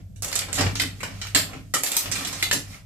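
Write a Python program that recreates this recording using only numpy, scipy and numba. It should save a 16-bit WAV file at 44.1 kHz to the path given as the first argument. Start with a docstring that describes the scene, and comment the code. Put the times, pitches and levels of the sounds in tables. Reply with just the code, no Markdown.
"""A faint rattle and a low desk boom, then sharp clicks: plastic keycaps are prised off a keyboard
and dropped on a pile of loose caps. Each impact excites short, heavily damped plastic modes, and some
caps snap with a hollow cavity tone. Fingers rattle the pile in between; the hands drive the desk top
into resonance. The small, lively room reverberates over a steady hiss, and a two-port microphone
picks up much of it, each port with its own treble colour."""
import sys
import numpy as np
from scipy import signal
from scipy.fft import rfft, irfft, next_fast_len
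from scipy.io import wavfile
from scipy.ndimage import uniform_filter1d
from numba import njit

SR = 44100
rng = np.random.default_rng(int(sys.argv[2]) if len(sys.argv) > 2 else 0)


def unload_audio(sound):
    """Save the sound as a 16-bit wav file, at the path given as the first command line argument."""
    columns = np.transpose(np.atleast_2d(sound))
    # keep every value between -1 and 1, then stretch to whole-number steps
    steps = np.round(np.clip(columns, -1, 1) * 32767)
    wavfile.write(sys.argv[1], SR, steps.astype(np.int16))


N = 125685

# Modes of a plastic cap: (frequency [Hz], relative level [dB], T60 [s])
CAP_MODES = [(462, -3, 0.0063), (680, -4.5, 0.013), (1187, 1, 0.0067), (1795, 1, 0.0056),
             (2335, 3.5, 0.0041), (3050, -4, 0.0038), (4490, 8, 0.0025), (5700, 4.5, 0.0023),
             (7460, 4, 0.0032), (8660, 6, 0.0015), (9900, 6, 0.0034), (13700, -1.5, 0.0027),
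             (13200, -8, 0.0016)]


def undb(db):
    """Decibels to amplitude ratio."""
    return 10 ** (np.asarray(db) / 20)


def unit(x):
    """Scale to unit RMS."""
    return x / np.sqrt(np.mean(x ** 2))


def curves(table):
    """Interpolate each column linearly over the times in the first."""
    times, *columns = np.array(table).T
    return [np.interp(np.arange(N) / SR, times, column) for column in columns]


def colour(x, hz, db):
    """Zero-phase filter: dB points joined on a log-frequency axis."""
    size = next_fast_len(x.shape[-1])
    log_f = np.log(np.maximum(np.arange(size // 2 + 1) * SR / size, 1))
    return irfft(rfft(x, size) * undb(np.interp(log_f, np.log(hz), db)), size)[..., :x.shape[-1]]


def band(x, hz, width):
    """Second-order resonator, gain 1 at the centre."""
    return signal.lfilter(*signal.iirpeak(hz, hz / width, fs=SR), x)


def air(level_db=-62.5):
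    """Stationary room hiss, partially coherent between the two ports."""
    # (frequency [Hz], relative spectral density [dB])
    spectrum = [(150, -42), (250, -9.5), (436, -18), (600, -14), (720, -13), (860, -31), (1170, -30),
                (1600, -32), (2700, -36), (7800, -34), (13200, -32), (14500, -63), (16000, -70)]
    noise = rng.standard_normal((3, N))
    return unit(colour(noise[:2] + 0.57 * noise[2], *np.array(spectrum).T)) * undb(level_db)


def room(x, gain_db=7, rise_s=0.0014, early_s=0.0024, coherent_hz=5000, low_cut_hz=262):
    """Diffuse reverberation: dense reflections build quickly and decay exponentially, band by band."""
    # (frequency [Hz], T60 [s])
    decay_times = [(310, 0.35), (1050, 0.28), (3100, 0.29), (7100, 0.26), (13100, 0.28)]
    hz = np.array(decay_times)[:, 0]
    t = np.arange(SR // 2) / SR
    f = np.arange(len(t) // 2 + 1) * SR / len(t)
    noise = rng.standard_normal((3, len(t)))
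    common = 0.5 * rfft(noise[2]) / (1 + (f / coherent_hz) ** 2)  # treble is unrelated between ports
    spectrum = (rfft(noise[:2]) + common) * f ** 2 / (f ** 2 + low_cut_hz ** 2)
    share = lambda centre: np.interp(np.log(f + 1), np.log(hz), 1. * (hz == centre))
    tail = sum(irfft(spectrum * share(centre), len(t)) * undb(-60 * t / t60)
               for centre, t60 in decay_times)
    tail *= 1 - np.exp(-t / rise_s)
    tail *= 1 + undb(1) * np.exp(-t / early_s)  # early reflections off the desk and nearby things
    tail *= undb(gain_db) / np.sqrt(np.sum(tail ** 2) / 2)
    return signal.fftconvolve(x, tail, axes=1)[:, :x.shape[1]]


def heard(source, pan_db, room_db, left_delay_s=0.00009):
    """Superposition of reflections and direct sound, which reaches the right port first."""
    pair = source * undb(np.array([[pan_db], [-pan_db]]) / 2)
    direct = np.array([np.roll(pair[0], round(left_delay_s * SR)), pair[1]])
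    return direct + undb(room_db) * room(pair)


def boom(modes, side_gain, even_s=0.071):
    """Resonances under random forcing, evened in strength, as a mid and a side signal."""
    def vibration():
        x = unit(sum(undb(db) * unit(band(band(rng.standard_normal(N), hz, width), hz, 2 * width))
                     for hz, width, db in modes))
        return x / np.sqrt(uniform_filter1d(x ** 2, int(even_s * SR)) + 0.078)
    return vibration() + side_gain * vibration() * np.array([[1], [-1]])


def desk(rumble_hz=44.4, rumble_db=-48.5, rumble_follow=0.57):
    """Forced vibration: uneven hand pressure drives desk top and keyboard case, over a faint rumble."""
    # Response to the hands: (time [s], deep boom [dB], upper boom [dB], case [dB])
    pressure = [(0.0, -40, -36, -47), (0.08, -39, -64, -87), (0.1, -44.5, -43, -85), (0.2, -37.5, -50, -63),
                (0.25, -38, -43.5, -52), (0.3, -46.5, -49.5, -63.5), (0.57, -37, -43.5, -45.5),
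                (0.6, -29, -33.5, -27), (0.67, -22, -31, -41), (0.78, -35, -42.5, -42.5),
                (0.86, -35, -40.5, -32), (0.9, -38, -43, -53), (1.0, -42, -48, -52),
                (1.05, -38.5, -40.5, -55), (1.09, -59, -46, -45), (1.13, -37, -42.5, -51.5),
                (1.32, -39, -51, -73), (1.36, -38, -44, -28), (1.4, -37.5, -38.5, -42.5),
                (1.52, -43.5, -46, -49.5), (1.54, -46, -42, -38), (1.71, -43.5, -49, -61),
                (1.75, -51.5, -43, -42.5), (1.99, -61, -65, -57), (2.1, -33.5, -41, -46.5),
                (2.23, -50, -44.5, -41.5), (2.47, -39, -46, -58.5), (2.57, -50, -38, -32),
                (2.67, -40, -51, -59.5), (2.72, -39.5, -46.5, -51), (2.77, -60, -51.5, -61),
                (2.85, -43, -52, -72)]
    # Modes of desk top and case: (frequency [Hz], resonator bandwidth [Hz], relative level [dB])
    deep_modes = [(64.2, 2.3, -3), (97.2, 6.6, 13.5)]
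    upper_modes = [(125, 12.5, -2.5), (162, 23, -2), (190.6, 27.6, -5)]
    case_modes = [(274.7, 29.5, 3.5), (442, 92, -9)]
    deep_db, upper_db, case_db = curves(pressure)
    swing_db = rumble_follow * (deep_db - deep_db.mean())
    rumble = boom([(rumble_hz, 16, 0)], side_gain=0.26) * undb(rumble_db + swing_db)
    deep = boom(deep_modes, side_gain=0.034) * undb(deep_db)
    upper = boom(upper_modes, side_gain=0.48) * undb(upper_db)
    case = boom(case_modes, side_gain=0.22) * undb(case_db)
    return rumble + deep + upper + case


@njit
def ring(out, start, hz, t60, gain):
    """Damped free vibration: add one decaying sine for each strike of a mode."""
    for k in range(len(start)):
        pole = np.exp(2j * np.pi * hz[k] / SR - np.log(1000) / (t60[k] * SR))
        phasor = gain[k] + 0j
        for i in range(start[k], min(start[k] + int(t60[k] * SR), len(out))):
            out[i] += phasor.imag
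            phasor *= pole
    return out


def strike(times, db, size=N, pitch_spread=0.13):
    """Modal superposition: each impact rings randomly detuned cap modes; db is per strike and mode."""
    hz, mode_db, t60 = np.array(CAP_MODES).T
    chance = rng.standard_normal((len(times), 3, len(hz)))
    pitch = np.minimum(hz * np.exp(pitch_spread * chance[:, 0]), .45 * SR)
    gain = undb(db + mode_db + 1.2 * chance[:, 1]) * np.sign(chance[:, 2])
    start = np.repeat((times * SR).astype(np.int64), len(hz))
    return ring(np.zeros(size), start, pitch.ravel(), np.tile(t60, len(times)), gain.ravel())


def rattle(ticks_per_s=1400, gain_db=-7):
    """Shot noise: fingers stir the caps into dense, random collisions of uneven size."""
    # Stirring of the pile: (time [s], level [dB], spectral tilt [dB/octave])
    fingers = [(0, -43.5, -5.5), (.03, -88, 4), (.21, -88, 9), (.25, -42, -7.5), (.34, -33.5, 2.5),
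               (.41, -37, -5), (.47, -55, -8), (.52, -36, -3), (.565, -30, 0), (.585, -15, -3),
               (.63, -30.5, -6.5), (.68, -33, -4), (.72, -47, 3.5), (.85, -54, -9), (.98, -46.5, 1.5),
               (1.06, -41.5, -4.5), (1.18, -43, -1), (1.28, -44, 4), (1.34, -53, -6.5), (1.48, -44, -4.5),
               (1.54, -38.5, -6.5), (1.62, -60, 3.5), (1.8, -63.5, 3), (1.89, -34.5, -2.5),
               (1.95, -29.5, 0.5), (2.06, -33.5, -1.5), (2.11, -38, -4), (2.19, -26, -0.5), (2.28, -36, -3),
               (2.41, -32, 1), (2.6, -60, -9), (2.69, -41.5, 1), (2.75, -41, -1), (2.8, -57, -1.5),
               (2.85, -93, -15)]
    level_db, tilt = curves(fingers)
    chance = rng.random((int(ticks_per_s * N / SR), 2))
    at = (chance[:, 0] * (N - 1)).astype(int)
    size_db = np.minimum(-np.log(1 - chance[:, 1]), 13)
    tilt_db = tilt[at, None] * np.log2(np.array(CAP_MODES)[:, 0] / 3000)
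    ticks = unit(strike(at / SR, size_db[:, None] + tilt_db))
    return heard(ticks * undb(level_db + gain_db), pan_db=0, room_db=0)


def snaps(crack_hz=7700, crack_t60_s=0.0035, hollow_t60_s=0.027):
    """Cavity resonance: a cap snaps free or lands on edge with a crack and a close pair of tones."""
    # (time [s], crack level [dB], cavity pitch [Hz], cavity level [dB], left minus right [dB])
    events = [(0.247, -16, 1500, -48, 2), (0.3292, -26, 1930, -45, -2), (0.3917, -13.5, 1930, -48, -8),
              (0.800, -30, 2050, -22.5, 7), (1.032, -31, 1060, -24.5, -4), (1.2155, -43, 1380, -37, 4),
              (1.252, -37, 1250, -32, 1), (1.349, -18, 1776, -21, 0), (1.3601, -16, 1746, -17, 6),
              (1.7401, -28, 1370, -21.5, -6), (1.8367, -18, 1500, -44, 3), (1.919, -13, 1703, -34.5, 2),
              (2.2725, -26, 2030, -34, -2), (2.3285, -24, 1940, -40, 2), (2.4263, -17.5, 2094, -14, 0.5),
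              (2.513, -30, 1784, -12.5, 0), (2.733, -66, 2090, -41, -2), (2.745, -56, 2220, -38, 8)]
    t = np.arange(SR // 2) / SR
    tone = lambda hz: np.sin(2 * np.pi * hz * t)
    crack = tone(crack_hz) + 0.5 * tone(crack_hz * 0.61) + 0.5 * tone(crack_hz * 1.65)
    crack *= undb(-60 * t / crack_t60_s)
    out = np.zeros((2, N + SR))
    for time, crack_db, hz, hollow_db, pan_db in events:
        hollow = (tone(hz) + 0.39 * tone(hz * 1.12)) * undb(-60 * t / hollow_t60_s)
        snap = undb(crack_db) * crack + undb(hollow_db) * hollow
        at = int(time * SR)
        out[:, at:at + SR // 2] += heard(snap, pan_db, room_db=-11.5)
    return out[:, :N]


def clicks(contacts=6, gain_db=5, rebound_db=-3.5, first_touch_db=-3):
    """Inelastic impact: a contact and quick, weakening rebounds; each spot has its own reflections."""
    # Impacts of caps and tool: (time [s], level [dB], offsets of body, low ring, mid ring,
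    # bright ring and top [dB], left minus right [dB], mean rebound gap [ms], room send [dB])
    impacts = [(0.16, -50, -34, -18, -18, -8.5, -29, -4, 1.37, 7.5),
               (0.2224, -18.5, -18.5, -33, -18.5, -12, -13.5, -4, 1.3, -1),
               (0.231, -28, -15.5, -17, -23, -4, -21, 1, 1.4, 1.5),
               (0.2463, -20, -16, -22, -21, -14, -14.5, 10, 1.28, -3),
               (0.2807, -26.5, -26, -25, -16, -8, -25, -4.5, 1.17, 1),
               (0.3158, -23.5, -13, -30, -16, -15, -15, 9, 1.1, -4),
               (0.328, -19, -24, -14, -10.5, -11.5, -13.5, -2.5, 1, -4),
               (0.3548, -13.5, -18, -20, -25, -6.5, -28, -1, 1.24, -2.5),
               (0.3599, -11.5, -27, -22, -12.5, -7.5, -31, -1, 1.2, -7),
               (0.3918, -15, -33, -27, -12, -12, -18, 4.5, 1.1, -4.5),
               (0.4186, -28.5, -30, -3.5, -16, -31, -26, 3.5, 1.25, -2),
               (0.4848, -29.5, -4, -12, -17, -18, -30, 3.5, 0.96, 1),
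               (0.529, -14, -20, -26, -18.5, -7.5, -17, -7, 1.45, -9.5),
               (0.5414, -17.5, -31, -28, -32, -8.5, -21, 4, 1.4, -7),
               (0.5526, -22.5, -29, -12.5, -12.5, -4.5, -20, -0.5, 1.2, 1),
               (0.6097, -12.5, -14, -15.5, -10.5, -14.5, -35, 3, 1.35, -4),
               (0.6653, -18.5, -9, -7.5, -15, -27, -36, 5, 1.23, -7),
               (0.7543, -19.5, -24, -15, -12.5, -16.5, -19, 1.5, 1.17, 0),
               (0.7977, -15, -22, -10.5, -12.5, -11, -17, 0, 1.36, 1.5),
               (0.8183, -21, -19, -13, -6.5, -16, -6.5, 17, 1.67, -11),
               (0.8365, -22.5, -23, -7, -12, -12, -22, 1, 0.96, -9),
               (1.0045, -36.5, -7, -7.5, -19.5, -14, -22, 1.5, 1.04, 6),
               (1.0311, -20.5, -18, -14.5, -21.5, -18, -29, 1.5, 1.07, 5),
               (1.2148, -22, -46, -13, -13.5, -16.5, -32, 0.5, 1.53, 1.5),
               (1.269, -27, -13.5, -9.5, -15.5, -14, -28, 2, 1.2, -4),
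               (1.3487, -7.5, -19.5, -18, -14, -13.5, -17.5, -0.5, 1.62, 0),
               (1.358, -12, -14.5, -16.5, -15, -20, -16, -0.5, 1.59, 2.5),
               (1.3718, -20.5, -13.5, -10.5, -7.5, -7, -9, 9, 1.23, 0),
               (1.5329, -32.5, -9, -4, -23, -17, -37, 2, 1.62, -4),
               (1.7387, -8.5, -13.5, -17, -18.5, -12.5, -16.5, 1.5, 1.17, 1.5),
               (1.8351, -13, -19, -17, -23, -6.5, -9.5, 0, 1.24, -2),
               (1.8615, -18.5, -23, -15, -11.5, -13, -14, 1, 1.3, -2.5),
               (1.872, -16.5, -42, -26, -22.5, -14, -9.5, 2, 1.1, -1.5),
               (1.916, -16.5, -21, -22, -21, -9, -15, -1.5, 1.19, 2),
               (1.967, -10, -22, -30, -14.5, -4.5, -6, 2, 1.26, -3.5),
               (1.977, -21, -24, -34, -13, -7, -18, 6, 1.3, -2),
               (2.058, -22.5, -7.5, -7.5, -15, -23, -32, 4, 1.22, -4),
               (2.1153, -23, -21, -15, -16, -4, -13, -8.5, 1.36, 1),
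               (2.1222, -18, -23, -21, -11, -23, -15.5, 2.5, 1.46, -2),
               (2.1542, -18.5, -22.5, -15.5, -18.5, -19, -20, 3, 1.49, 2.5),
               (2.2491, -19, -32, -24.5, -12, -14, -16.5, -1, 1.1, -2.5),
               (2.2723, -19, -35, -17, -16, -15, -21, 3, 1.56, 1),
               (2.3287, -20, -17.5, -33, -19.5, -15, -26, 2, 1.56, 3),
               (2.4263, -10.5, -40, -20, -12.5, -14, -18, 2, 1.33, -1),
               (2.5128, -12, -25, -17, -13, -18, -20, 0.5, 1.16, 0),
               (2.5283, -13.5, -12.5, -51, -9.5, -12.5, -7.5, 2.5, 1.42, -1)]
    # For each cap mode: (column of impacts that holds its offset [index])
    offset_column = [2, 2, 2, 3, 3, 4, 4, 4, 5, 5, 6, 6, 6]
    rows = np.array(impacts)
    mode_db = rows[:, 1:2] + rows[:, offset_column] + gain_db
    times, pan_db, gap_ms, room_db = rows[:, [0, 7, 8, 9]].T
    gaps = gap_ms[:, None] / 1000 * (.25 + 1.5 * rng.random((len(rows), contacts)))
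    delays = np.cumsum(gaps, axis=1) - gaps[:, :1]
    contact_db = rebound_db * np.arange(contacts)
    contact_db[0] += first_touch_db
    out = np.zeros((2, N + SR))
    for k, time in enumerate(times):
        click = strike(delays[k], mode_db[k] + contact_db[:, None], size=SR // 2)
        at = int(time * SR)
        out[:, at:at + SR // 2] += heard(click, pan_db[k], room_db[k])
    return out[:, :N]


def scene():
    """Linear superposition: reverberant clicks, snaps and rattle over desk boom and hiss."""
    return clicks() + snaps() + rattle() + desk() + air()


def record(dry, cutoff_hz=16500):
    """Filtering: left and right have their own treble colour; treble above about 16 kHz is cut off."""
    # (frequency [Hz], left gain [dB], right gain [dB])
    side_gains = [(222, -0.5, -0.5), (1050, -3.5, -2), (2670, 2, 4), (4350, 1, 3), (7970, -2.5, 6.5),
                  (9250, -4.5, -3), (12930, 4, -2), (15000, -2.5, -1.5), (16100, -29, -19)]
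    hz, left_db, right_db = np.array(side_gains).T
    coloured = np.array([colour(dry[0], hz, left_db), colour(dry[1], hz, right_db)])
    return signal.sosfilt(signal.ellip(10, .2, 80, cutoff_hz, fs=SR, output="sos"), coloured)


dry = scene()
out = record(dry)
unload_audio(out)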